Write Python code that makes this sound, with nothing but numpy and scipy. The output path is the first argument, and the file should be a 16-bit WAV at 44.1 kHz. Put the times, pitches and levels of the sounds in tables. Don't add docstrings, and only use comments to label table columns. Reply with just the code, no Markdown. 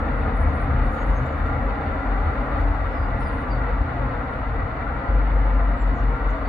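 import sys
import numpy as np
from scipy import signal
from scipy.fft import rfft, irfft
from scipy.io import wavfile
from scipy.ndimage import uniform_filter1d

SR = 44100
rng = np.random.default_rng(int(sys.argv[2]) if len(sys.argv) > 2 else 0)


def transcribe(u):
    v = np.clip(np.atleast_2d(u).T, -1, 1)
    q = np.round(v * 32767).astype(np.int16)
    wavfile.write(sys.argv[1], SR, q)


N = 285768

# (time [s], firing rate before wander [Hz])
DIESEL_FIRING = [(0, 45.6), (.45, 45.2), (.85, 43.4), (1.15, 45.14), (2.2, 44.32), (2.7, 45.69),
                 (3.7, 45.93), (4.2, 48.23), (4.9, 47.1), (5.6, 44.07), (6.48, 44.07)]
# (time [s], level [dB])
DIESEL_EXHAUST = [(0, -29), (.17, -22.5), (.3, -29), (.39, -21), (.48, -23), (.55, -40), (.64, -21.5),
                  (.7, -44), (.76, -24), (.87, -19.5), (.97, -42), (1.04, -23), (1.12, -19), (1.34, -42),
                  (1.43, -22), (1.52, -30), (1.6, -34), (1.66, -21), (1.75, -27.5), (1.85, -42),
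                  (1.93, -27), (2.02, -39), (2.09, -20.5), (2.22, -22.5), (2.35, -31), (2.4, -20.5),
                  (2.46, -36), (2.55, -23.5), (2.64, -20), (2.86, -28), (2.93, -32), (3.04, -25.5),
                  (3.17, -25), (3.3, -34), (3.39, -25.5), (3.44, -49), (3.5, -22), (3.62, -26.5),
                  (3.82, -22.5), (3.89, -34), (4.0, -29.5), (4.06, -22.5), (4.12, -38), (4.21, -28),
                  (4.3, -51), (4.37, -29), (4.64, -29), (4.77, -42), (4.97, -25.5), (5.03, -52.5)]
RIVAL_DB, BEAT_HZ, BEAT_WANDER_HZ = -45, 2.9, 1.41

# (time [s], firing rate before wander [Hz], relative level [dB])
LORRY_REVS = [(0, 37.16, 3), (.6, 37.33, 0.5), (1.5, 38.29, -1.5), (2.2, 39.57, -1.5), (2.6, 41.58, -0.5),
              (3.3, 42.1, -7), (3.9, 42.97, -6), (4.2, 42.15, -9), (5, 39.57, -9), (6.48, 38.8, -6.5)]
# (multiple of the firing rate [-], relative level [dB])
LORRY_ORDERS = [(4, -50), (6, -43), (7, -42), (8, -53.5), (12, -49.5), (13, -48), (14, -47), (16, -47),
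                (18, -54), (20, -51), (21, -48.5), (31, -52.5), (33, -50.5), (35, -54), (36, -55),
                (49, -60)]
# (time [s], relative level [dB])
LORRY_BOOM = [(0, -27), (.15, -35), (.26, -23), (.34, -32), (.42, -24), (.5, -14), (.57, -29), (.62, -34),
              (.7, -21), (.79, -24), (.9, -32), (.98, -38), (1.1, -22), (1.26, -30.5), (1.42, -25),
              (1.56, -25.5), (1.68, -33), (1.8, -40), (1.89, -24.5), (2.17, -40), (2.26, -19), (2.38, -42),
              (2.5, -43), (2.59, -22), (2.7, -28), (2.78, -37), (2.85, -26), (2.93, -36), (3.0, -26),
              (3.11, -31), (3.3, -40), (5, -42), (6.48, -37)]

# (time [s], relative level [dB])
ENGINE_RUMBLE = [(0, -29), (.19, -33), (.26, -26), (.33, -31.5), (.5, -24), (.6, -37), (.7, -27.5),
                 (.84, -27.5), (.96, -36), (1.1, -27), (1.2, -35), (1.54, -30.5), (1.79, -35), (1.9, -31),
                 (2.15, -42), (2.28, -26), (2.45, -42), (2.58, -27), (2.8, -30), (2.92, -33), (3.0, -26),
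                 (3.15, -32.5), (3.24, -27.5), (3.45, -33.5), (3.68, -32), (3.82, -24), (3.89, -32),
                 (4.25, -35), (4.64, -27.5), (4.75, -36), (4.88, -29), (5.03, -35.5), (5.09, -26.5),
                 (5.2, -32.5), (6.48, -34.5)]
# (time [s], level [dB])
BODY_DRONE = [(0, -32), (1.1, -33.5), (1.8, -33.5), (2.55, -33), (2.85, -37.5), (3.35, -32), (3.7, -35.5),
              (4.05, -34), (4.7, -37.5), (5.2, -34), (6.0, -33.5), (6.48, -36.5)]
# (time [s], relative level [dB])
ENGINE_HUM = [(0, -42), (.23, -30.5), (.33, -39), (.49, -36), (.6, -33), (.75, -33), (.9, -32.5),
              (1.0, -43), (1.14, -40), (1.23, -23.5), (1.34, -47), (1.57, -30.5), (1.75, -51), (2.2, -56),
              (2.34, -38), (2.45, -37), (2.62, -28.5), (2.72, -42), (3.0, -54), (3.15, -32), (3.3, -44),
              (3.42, -40), (3.62, -32.5), (3.76, -48), (3.9, -34), (4.07, -29.5), (4.26, -40),
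              (4.52, -33.5), (4.82, -39.5), (5.16, -36.5), (5.34, -45), (5.48, -37), (5.7, -48),
              (6.07, -33), (6.48, -53)]
HUM_HZ = 124.5

# (frequency [Hz], relative density [dB per Hz])
RUMBLE_SPECTRUM = [(12, -35.5), (22, -21), (32, -2.5), (45, -10), (60, 2.5), (76, 0.5), (90, -4.5),
                   (104, -7.5), (125, -18), (170, -34)]
# (frequency [Hz], relative density [dB per Hz])
DRONE_SPECTRUM = [(85, -13), (115, -1.5), (135, 2.5), (160, -3.5), (176, -9), (200, -0.5), (220, -3),
                  (240, 1), (256, 1), (275, 2.5), (300, -3), (325, -5.5), (350, -17), (450, -30)]
# (frequency [Hz], relative density [dB per Hz])
ROAR_SPECTRUM = [(200, -19.5), (340, -10), (420, -5), (465, 0), (560, 2), (800, -1), (920, -3), (1200, -1),
                 (1400, -1), (1520, -4.5), (1750, -9), (2330, -15), (2450, -26), (3400, -50)]
# (frequency [Hz], relative density [dB per Hz])
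TREAD_SPECTRUM = [(1900, -14.5), (2300, 0.5), (2450, 5.5), (2750, 4), (3150, -4), (3600, -3.5),
                  (4100, -7.5), (4650, -9.5), (4850, -21), (5600, -41.5)]
# (frequency [Hz], relative density [dB per Hz])
HISS_SPECTRUM = [(3500, -7.5), (5000, 6), (5700, 2.5), (6600, 1), (8300, -2.5), (9200, -1.5), (10200, -8.5),
                 (11600, -2.5), (12600, -8.5), (15500, -5)]
# (frequency [Hz], relative density [dB per Hz])
RUSTLE_SPECTRUM = [(4000, -5), (6500, 2.5), (9000, -5), (10500, -6), (12000, 0), (14500, -4), (15500, -12)]

# (frequency [Hz], width [Hz], boost or cut [dB])
BUILDING_COLOUR = [(468, 17, 1.5), (495, 16, -2.5), (593, 49, -6), (813, 65, 2), (1106, 46, -4),
                   (1137, 50, 1.5), (1292, 43, -3.5), (1348, 85, 2.5), (1830, 61, -1), (1947, 127, 5.8),
                   (2500, 55, 1.5), (2940, 89, 2.5), (3230, 140, -1.5), (3600, 130, 3), (4520, 45, 3.5)]
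# (frequency [Hz], left-right correlation [-1 to 1])
MIC_LIKENESS = [(30, 0.99), (130, 0.94), (280, 0.99), (420, 0.83), (700, 0.71), (950, 0.42), (1200, 0.26),
                (1400, 0.22), (1560, -0.4), (1750, 0.28), (1950, 0.65), (2300, 0.42), (2700, .2),
                (3300, -0.026)]
# (frequency [Hz], left minus right level [dB])
STREET_LEAN = [(50, 2.5), (130, -0.5), (270, 0.1), (420, 0), (560, 3.5), (750, 1), (1200, 1.8), (1550, 2.5),
               (1950, 2.5), (2300, 1.2), (3800, 1.5), (4700, 3), (8000, -0.5)]
# (delay before sway [ms], level [dB])
ECHO_PATHS = [(2.6, -13), (5.3, -12), (8.9, -15)]

ROAR_DB, ROAR_FALL_DB_PER_S = -31.0, 0.19
TREAD_DB, TREAD_FALL_DB_PER_S = -54.5, 0.19
PASS_S, PASS_LENGTH_S, PASS_RISE_DB = 2.44, 0.75, 0.84

# (time [s], level [dB])
HISS_LEVEL = [(0, -75), (2.6, -73), (4.6, -76.5), (6.48, -74.5)]
# (start [s], length [s], peak level [dB])
RUSTLE_TIMES = [(.88, 0.13, -70), (1.14, .05, -75), (1.23, 0.07, -71), (1.437, 0.075, -71.5),
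                (2.567, 0.068, -74), (6.145, .03, -75)]

# (start [s], length [s], level before flicker [dB], pitch [Hz], waver [Hz])
BRAKE_SQUEALS = [(0, .25, -79, 9420, 75), (0.347, 0.11, -68.5, 9440, 60), (0.515, 0.14, -69.5, 9440, 60),
                 (0.82, 0.29, -72.5, 9400, 75.63), (1.091, .16, -79, 9400, 149),
                 (2.16, 0.56, -84, 9150, 380), (3.178, 0.13, -66.5, 9400, 95),
                 (3.297, 0.14, -72, 9500, 125), (4.294, 0.08, -80, 9520, 75)]
# (start [s], length [s], start pitch [Hz], middle pitch [Hz], end pitch [Hz],
# peak level before flutter [dB], warble [share of pitch], loudest moment [share of length])
BIRD_CHIRPS = [(0.055, .04, 6600, 6520, 6450, -75, .002, .3),
               (.475, 0.051, 6600, 6500, 6480, -70, .002, .6),
               (0.905, 0.14, 7240, 6700, 6700, -64, 0.007, .85),
               (1.088, 0.043, 7000, 7350, 7200, -69, .012, .5),
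               (1.105, 0.1, 7000, 6430, 6500, -61.5, 0.03, 0.72),
               (1.245, .04, 6900, 7350, 7050, -67, .018, .5),
               (1.28, 0.065, 7100, 6900, 6650, -66, .012, .8),
               (1.355, 0.065, 11600, 11700, 11850, -71, .006, .6),
               (2.88, 0.23, 5600, 4830, 4720, -63.5, 0.015, 0.52),
               (3.185, 0.15, 5700, 4900, 4200, -60.5, .02, 0.68),
               (3.496, 0.075, 4840, 4540, 4425, -51.5, 0.012, .3),
               (5.755, 0.088, 8267, 7610, 7400, -61.5, 0.0056, 0.82),
               (5.92, 0.092, 8000, 6700, 6100, -63.5, 0.13, 0.98),
               (6.254, 0.082, 7900, 6900, 6200, -66.5, 0.13, .68),
               (6.433, 0.052, 4300, 4570, 4580, -56, 0.0055, 0.54)]
BIRD_FLUTTER_DB = 4.0

PULL_START_S, PULL_ATTACK_S, PULL_HOLD_S = 5.03, 0.095, 0.644
PULL_DB, PULL_EASE_DB_PER_S = -18.5, 7.5
PULL_HZ, PULL_RISE_HZ_PER_S = 47.5, 0.3
THROB_HZ, THROB_DEPTH, THROB_BUILD_S = 4.89, 0.66, 0.08

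CUTOFF_HZ = 15700


def from_db(db):
    return 10 ** (np.asarray(db) / 20)


def rms_one(x):
    return x / np.sqrt(np.mean(x ** 2) + 1e-20)


def in_time(rows):
    times, *columns = np.transpose(rows)
    return [np.interp(np.arange(N) / SR, times, column) for column in columns]


def at_hz(points, hz):
    table_hz, value = np.transpose(points)
    return np.interp(np.log(hz + 1e-6), np.log(table_hz), value)


def drift(bandwidth_hz):
    step = 40
    pole = np.exp(-2 * np.pi * bandwidth_hz * step / SR)
    chance = rng.standard_normal(N // step + 2002)
    slow = signal.lfilter([1], [1, -2 * pole, pole * pole], chance)[2000:]
    return np.interp(np.arange(N) / step, np.arange(len(slow)), rms_one(slow))


def turn(hz):
    return 2 * np.pi * np.cumsum(hz) / SR


def panned(x, lean_db):
    return x * from_db(np.array([[1], [-1]]) * lean_db / 2)


def swell(start_s, length_s, db):
    along = np.clip((np.arange(N) / SR - start_s) / length_s, 0, 1)
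    return from_db(db) * np.sin(np.pi * along)


def street_noise(spectrum, lag_ms=0.099):
    hz = np.arange(N // 2 + 1) * SR / N
    colour_db = sum(db * np.exp(-2 * ((hz - f) / width) ** 2) for f, width, db in BUILDING_COLOUR)
    level_db = at_hz(spectrum, hz) + colour_db
    low_hz, high_hz = spectrum[0][0], spectrum[-1][0]
    skirts = 1 / (1 + (hz / high_hz) ** 12) / (1 + (low_hz / (hz + 1)) ** 6)

    alike = np.clip(at_hz(MIC_LIKENESS, hz), -.99, .99)
    mid, side = rfft(rng.standard_normal((2, N)))
    pair = np.sqrt(1 + alike) * mid + np.sqrt(1 - alike) * side * [[1], [-1]]
    pair = panned(pair, at_hz(STREET_LEAN, hz))

    lead_s = lag_ms / 1000 / (1 + (hz / 900) ** 4)
    pair[0] *= np.exp(2j * np.pi * hz * lead_s)
    out = irfft(pair * from_db(level_db) * skirts, N)
    return out / np.std(out.mean(axis=0))


def evened(x, window_s):
    power = uniform_filter1d(x.mean(axis=0) ** 2, max(int(window_s * SR), 2))
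    return x / np.sqrt(np.abs(power) + 1e-9)


def shifting_echoes(x, sway_ms=0.611, sway_bandwidth_hz=1.11):
    n, out = np.arange(N), x
    for delay_ms, db in ECHO_PATHS:
        then = n - (delay_ms + sway_ms * drift(sway_bandwidth_hz)) * SR / 1000
        echo = np.array([np.interp(then, n, ear, left=0, right=0) for ear in x])
        out = out + from_db(db) * echo
    return out / np.std(out.mean(axis=0))


def receding(start_db, fall_db_per_s):
    return from_db(start_db - fall_db_per_s * np.arange(N) / SR)


def diesel(wander_hz=1.74, second_db=-24):
    (firing_hz,), (exhaust_db,) = in_time(DIESEL_FIRING), in_time(DIESEL_EXHAUST)
    phase = turn(firing_hz + wander_hz * drift(4.76))
    note = rms_one(np.sin(phase) + from_db(second_db) * np.sin(2 * phase))
    beat_hz = BEAT_HZ + BEAT_WANDER_HZ * drift(2.36)
    rival = rms_one(np.sin(phase - turn(beat_hz)))
    both = note * from_db(exhaust_db) + rival * from_db(RIVAL_DB)
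    return panned(both, at_hz(STREET_LEAN, np.mean(firing_hz)))


def lorry(wander=0.004954, fading_db=3.5, blur_rad=0.71, boom_db=-4.0):
    (firing_hz, load_db), (exhaust_db,) = in_time(LORRY_REVS), in_time(LORRY_BOOM)
    phase = turn(firing_hz * (1 + wander * drift(1.5)))
    out = np.zeros((2, N))
    for order, db in LORRY_ORDERS:
        alike = np.clip(at_hz(MIC_LIKENESS, order * firing_hz.mean()), -1, 1)
        apart = np.arccos(alike) * rng.normal() / 2
        angle = order * phase + blur_rad * drift(5.7)
        fading = rms_one(from_db(fading_db * np.tanh(drift(12.0))))
        size = fading * from_db(db) * np.sqrt(2)
        out += size * np.sin([angle + apart, angle - apart])
    boom_angle = 2 * phase + blur_rad * drift(4.0)
    boom = np.sqrt(2) * np.sin(boom_angle) * from_db(exhaust_db + boom_db)
    return panned(out * from_db(load_db) + boom, lean_db=1.8)


def other_engines(rumble_db=1.5, hum_db=-1.0, hum_wander_hz=3.506, hum_fade_db=3.5):
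    (low_db,), (revs_db,), (body_db,) = in_time(ENGINE_RUMBLE), in_time(ENGINE_HUM), in_time(BODY_DRONE)
    rumble = evened(street_noise(RUMBLE_SPECTRUM), window_s=0.1) * from_db(low_db + rumble_db)
    drone = evened(street_noise(DRONE_SPECTRUM), window_s=0.27) * from_db(body_db)
    fading = from_db(hum_fade_db * np.tanh(drift(4.2)))
    hum_tone = np.sin(turn(HUM_HZ + hum_wander_hz * drift(8)))
    hum = rms_one(hum_tone * fading) * from_db(revs_db + hum_db)
    return rumble + drone + panned(hum, lean_db=2.5)


def tyres(surge_db=0.5, surge_bandwidth_hz=7.1, flutter_db=1.0):
    passing_db = PASS_RISE_DB * np.exp(-((np.arange(N) / SR - PASS_S) / PASS_LENGTH_S) ** 2)
    surge = from_db(passing_db + surge_db * drift(surge_bandwidth_hz))
    roar = shifting_echoes(street_noise(ROAR_SPECTRUM)) * receding(ROAR_DB, ROAR_FALL_DB_PER_S)
    tread = shifting_echoes(street_noise(TREAD_SPECTRUM)) * receding(TREAD_DB, TREAD_FALL_DB_PER_S)
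    flutter = from_db(flutter_db * drift(25))
    return surge * (roar + tread * flutter)


def hiss():
    floor_db, = in_time(HISS_LEVEL)
    floor = street_noise(HISS_SPECTRUM) * from_db(floor_db)
    rustles = street_noise(RUSTLE_SPECTRUM) * sum(swell(*row) for row in RUSTLE_TIMES)
    return floor + rustles


def brake(edge_s=0.018, flicker_db=4.0):
    t, out, waver = np.arange(N) / SR, np.zeros(N), drift(350)
    for start_s, length_s, db, hz, waver_hz in BRAKE_SQUEALS:
        grip = np.clip(np.minimum(t - start_s, start_s + length_s - t) / edge_s, 0, 1)
        tone = np.sqrt(2) * np.sin(turn(hz + waver_hz * waver))
        out += from_db(db) * grip * tone
    return out * rms_one(from_db(flicker_db * np.tanh(drift(30))))


def bird(flutter_bandwidth_hz=60):
    t, out, shake = np.arange(N) / SR, np.zeros(N), np.tanh(drift(230))
    for start_s, length_s, start_hz, middle_hz, end_hz, db, warble, peak in BIRD_CHIRPS:
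        on = (t > start_s) & (t < start_s + length_s)
        along = (t[on] - start_s) / length_s
        glide_hz = np.interp(along, [0, .5, 1], [start_hz, middle_hz, end_hz])
        pitch_hz = glide_hz * (1 + warble * shake[on])
        loudness = np.interp(along, [0, np.clip(peak, .1, .9), 1], [0, 1, 0])
        out[on] += from_db(db) * loudness * np.sin(turn(pitch_hz))
    return out * from_db(BIRD_FLUTTER_DB * np.tanh(drift(flutter_bandwidth_hz)))


def facades(x, echo_db=-13, t60_s=0.55, count=14):
    out = np.array([x, x])
    for ear, delays_s in enumerate(rng.uniform(.004, 0.068, (2, count))):
        for delay_s in delays_s:
            lag = int(delay_s * SR) + 1
            out[ear, lag:] += from_db(echo_db - 60 * delay_s / t60_s) * x[:-lag]
    return out


def pulling_diesel(wander_hz=0.34, second_db=-28, flutter_db=0.9):
    since = np.arange(N) / SR - PULL_START_S
    easing = np.maximum(since - PULL_HOLD_S, 0)
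    load = np.clip(since / PULL_ATTACK_S, 0, 1) * from_db(PULL_DB - PULL_EASE_DB_PER_S * easing)
    load = load * from_db(flutter_db * drift(10))
    phase = turn(PULL_HZ + PULL_RISE_HZ_PER_S * since + wander_hz * drift(4.4))
    note = np.sin(phase) + from_db(second_db) * np.sin(2 * phase)
    depth = THROB_DEPTH * np.minimum(easing / THROB_BUILD_S, 1)
    neighbour = depth * np.sin(phase - 2 * np.pi * THROB_HZ * easing)
    even_power = np.sqrt(2 / (1 + depth ** 2))
    return panned(load * (note + neighbour) * even_power, lean_db=2.6)


def scene():
    engines = diesel() + lorry() + other_engines() + pulling_diesel()
    high_sounds = panned(facades(brake() + bird()), lean_db=4.0)
    return engines + tyres() + hiss() + high_sounds


def record(dry):
    low_pass = signal.ellip(10, .1, 80, CUTOFF_HZ, fs=SR, output="sos")
    return signal.sosfilt(low_pass, dry)


dry = scene()
out = record(dry)
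transcribe(out)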